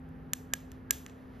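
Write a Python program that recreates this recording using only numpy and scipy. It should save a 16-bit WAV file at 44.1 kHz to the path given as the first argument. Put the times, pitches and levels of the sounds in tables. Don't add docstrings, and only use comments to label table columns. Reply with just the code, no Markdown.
import sys
import numpy as np
from scipy import signal
from scipy.fft import rfft, irfft, next_fast_len
from scipy.io import wavfile
from scipy.ndimage import uniform_filter1d

SR = 44100
rng = np.random.default_rng(int(sys.argv[2]) if len(sys.argv) > 2 else 0)


def transcribe(u):
    v = np.clip(np.atleast_2d(u).T, -1, 1)
    q = np.round(v * 32767).astype(np.int16)
    wavfile.write(sys.argv[1], SR, q)


N = 61739

# frequency in Hz, relative density in dB.
AIR_SPECTRUM = [(20, -21.5), (50, -2), (80, 1), (160, -5), (220, -5.5), (310, -13), (420, -11),
                (620, -19.5), (1000, -23.5), (1800, -26), (2300, -33.5), (3000, -37), (4200, -46.5),
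                (9000, -57.5), (11700, -47.5), (13500, -53), (15500, -68)]
# frequency in Hz, side to mid in dB.
AIR_WIDTH = [(60, -19), (160, -11), (260, -8.5), (400, -7), (700, 0), (1400, 0), (1900, -6), (2500, -17),
             (5000, -30)]
# time in seconds, gain in dB.
RUMBLE_GAIN = [(0, 0.5), (0.22, 1), (0.55, -0.5), (0.9, 0), (1.15, -4), (1.4, 1.5)]
# frequency in Hz, mid-scene level in dB, drift in dB per second.
HUM_TONES = [(158.9, -61.5, -12), (256.8, -52.5, -2), (791, -75, -8.5)]
# start in seconds, level in dB, frequency in Hz.
PALM_BUMPS = [(0.214, -45.5, 70), (0.532, -46, 80), (0.717, -40.5, 79)]
# centre in seconds, half length in seconds, level in dB.
SKIN_BRUSHES = [(0.116, 0.011, -83), (0.739, 0.059, -71), (1.195, 0.097, -73.5), (1.372, 0.0624, -71)]
# frequency in Hz, relative level in dB.
BRUSH_SPECTRUM = [(500, -12), (2000, 5), (4000, -1.5), (8000, -12), (12000, -8), (15000, -24)]
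# frequency in Hz, gain in dB.
ROOM_SPECTRUM = [(500, 2), (2000, -1.5), (4500, 0.5), (7000, -5), (9500, -1.5), (14000, -2.5)]
# frequency in Hz, level in dB, T60 in seconds.
RING_MODES = [(12200, -7.5, 0.0027), (12220, -6.5, 0.014), (12820, -12.5, .012)]
# frequency in Hz, level in dB.
CLICK_SPECTRUM = [(150, -28), (380, -17), (550, -11.5), (900, -12), (1200, -7), (1420, -7), (1650, 0.5),
                  (2300, -1.5), (3100, 0), (4800, -8), (6000, 2), (7300, 6.5), (8800, -0.5), (10700, -11.5),
                  (12400, -3.5), (14000, -11.5), (16000, -29.5)]
# start in seconds, level in dB, tilt in dB per octave, ringing gain in dB,
# table echo lag in ms, table echo gain in dB, room gain in dB.
CANDY_TAPS = [(0.0900, -54.5, 12, -18, 1.4, -18, -18), (0.3346, 0, 0.84, -27, 1.68, -9.5, -18.5),
              (0.5368, 1, -1.9, -26.5, 1.68, -7, -19), (0.7179, -27, -2, -23.5, 1.3, -34.5, -14.5),
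              (0.9086, 5, 1.18, -24.5, 1.8, -8, -14.5), (1.0640, -20, -5, -38, 1.7, -24, -8),
              (1.0976, -31.5, -6.5, -38, 2.2, -18, -17)]
# frequency in Hz, left lead in radians.
# The step near 1650 Hz lends every click a short ring.
MIC_PHASE = [(20, 0), (1350, 0), (1500, 2.5), (1635, 2.7), (1665, 6.3), (2150, 6.3), (3000, 6.95),
             (4800, 6.45), (5600, 5.27), (6600, 5.1), (8400, 3.14), (12000, 0), (15000, -2.9)]
# frequency in Hz, left minus right in dB.
MIC_BALANCE = [(100, 1), (250, -0.9), (700, 1.5), (1300, -0.5), (1650, -8.5), (1900, -3.5), (2500, 0.5),
               (4000, 1.5), (8000, 0)]


def undb(db):
    return 10 ** (np.asarray(db) / 20)


def curve(points, hz):
    point_hz, values = np.array(points, float).T
    return np.interp(np.log(np.maximum(hz, 1)), np.log(point_hz), values)


def shape(x, response):
    size = next_fast_len(2 * N)
    return irfft(rfft(x, size) * response(np.fft.rfftfreq(size, 1 / SR)), size)[..., :N]


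def colour(x, points):
    return shape(x, lambda hz: undb(curve(points, hz)))


def noise(points):
    x = colour(rng.standard_normal(N), points)
    return x / np.sqrt(np.mean(x ** 2))


def wander(rate_hz):
    hold = int(SR / rate_hz)
    steps = np.repeat(rng.standard_normal(N // hold + 1), hold)
    return uniform_filter1d(uniform_filter1d(steps, hold), hold)[:N]


def decay(t, t60_s):
    return np.exp(-np.log(1000) * t / t60_s)


def room_air(t, level_db=-50, drift_db_per_s=0.85, wander_db=0.46, rumble_hz=215):
    mid, side = noise(AIR_SPECTRUM), noise(AIR_SPECTRUM)
    air = mid + colour(side, AIR_WIDTH) * np.array([[1], [-1]])
    rumble = shape(air, lambda hz: 1 / (1 + (hz / rumble_hz) ** 4))
    rumble_gain = undb(np.interp(t, *np.array(RUMBLE_GAIN).T))
    air = air - rumble + rumble * rumble_gain
    return air * undb(level_db + drift_db_per_s * (t - t.mean()) - wander_db * wander(8))


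def appliance_hum(t, wander_db=0.3):
    out = np.zeros(N)
    for hz, db, drift_db_per_s in HUM_TONES:
        rms = undb(db + drift_db_per_s * (t - t.mean()) + wander_db * wander(9))
        out += rms * np.sqrt(2) * np.sin(2 * np.pi * (hz * t + rng.random()))
    return out


def skin_brushes(t):
    contact = sum(undb(db) * np.exp(-((t - centre_s) / half_s) ** 2)
                  for centre_s, half_s, db in SKIN_BRUSHES)
    return contact * noise(BRUSH_SPECTRUM)


def palm_bumps(t, rise_s=0.0088):
    out = np.zeros(N)
    for start_s, db, hz in PALM_BUMPS:
        age_s = np.maximum(t - start_s, 0)
        envelope = age_s / rise_s * np.exp(1 - age_s / rise_s)
        out += undb(db) * envelope * np.sin(2 * np.pi * hz * age_s)
    return out


def reflections(envelope):
    echoes = rng.standard_normal(N) * envelope
    return echoes / np.sqrt(np.sum(echoes ** 2))


def room_response(t, t60_s=0.38, gap_s=0.012, build_s=0.0047, early_gain=0.29):
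    build = early_gain + (1 - early_gain) * np.clip((t - gap_s) / build_s, 0, 1)
    return colour(reflections(build * decay(t, t60_s)), ROOM_SPECTRUM)


def table_echo(click, lag_s, cutoff_hz=7000):
    return shape(click, lambda hz: np.exp(-2j * np.pi * hz * lag_s) / np.hypot(1, hz / cutoff_hz))


def ringing(t, pitch_spread=0.004):
    out = np.zeros(N)
    for hz, db, t60_s in RING_MODES:
        struck_hz = hz * (1 + pitch_spread * rng.standard_normal())
        out += undb(db) * np.sin(2 * np.pi * struck_hz * t) * decay(t, t60_s)
    return out


def click_body(tilt_db_per_oct, pivot_hz=5000, shelf_hz=1500, size=1024):
    hz = np.fft.rfftfreq(size, 1 / SR)
    octaves = np.log2(np.maximum(hz, shelf_hz) / pivot_hz)
    spectrum_db = curve(CLICK_SPECTRUM, hz) + tilt_db_per_oct * octaves
    cepstrum = irfft(np.log(undb(spectrum_db)))
    cepstrum[1:size // 2] *= 2
    cepstrum[size // 2 + 1:] = 0
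    return np.pad(irfft(np.exp(rfft(cepstrum))), (0, N - size))


def candy_taps(t, scatter_db=-9.5, scatter_t60_s=0.014):
    out = np.zeros(N)
    for start_s, db, tilt_db_per_oct, ring_db, lag_ms, echo_db, room_db in CANDY_TAPS:
        click = click_body(tilt_db_per_oct) + undb(ring_db) * ringing(t)
        hand = undb(scatter_db) * reflections(decay(t, scatter_t60_s))
        room = undb(room_db) * room_response(t)
        echo = undb(echo_db) * table_echo(click, lag_ms / 1000)
        tap = click + echo + signal.fftconvolve(click, hand + room)[:N]
        onset = int(start_s * SR)
        out[onset:] += undb(db) * tap[:N - onset]
    return out


def scene():
    t = np.arange(N) / SR
    return candy_taps(t) + palm_bumps(t) + skin_brushes(t) + room_air(t) + appliance_hum(t)


def record(dry):
    sides = np.array([[0.5], [-0.5]])

    def response(hz):
        return undb(sides * curve(MIC_BALANCE, hz)) * np.exp(1j * sides * curve(MIC_PHASE, hz))

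    lowpass = signal.ellip(8, 0.2, 70, 16500, fs=SR, output="sos")
    return signal.sosfilt(lowpass, shape(dry, response))


dry = scene()
out = record(dry)
transcribe(out)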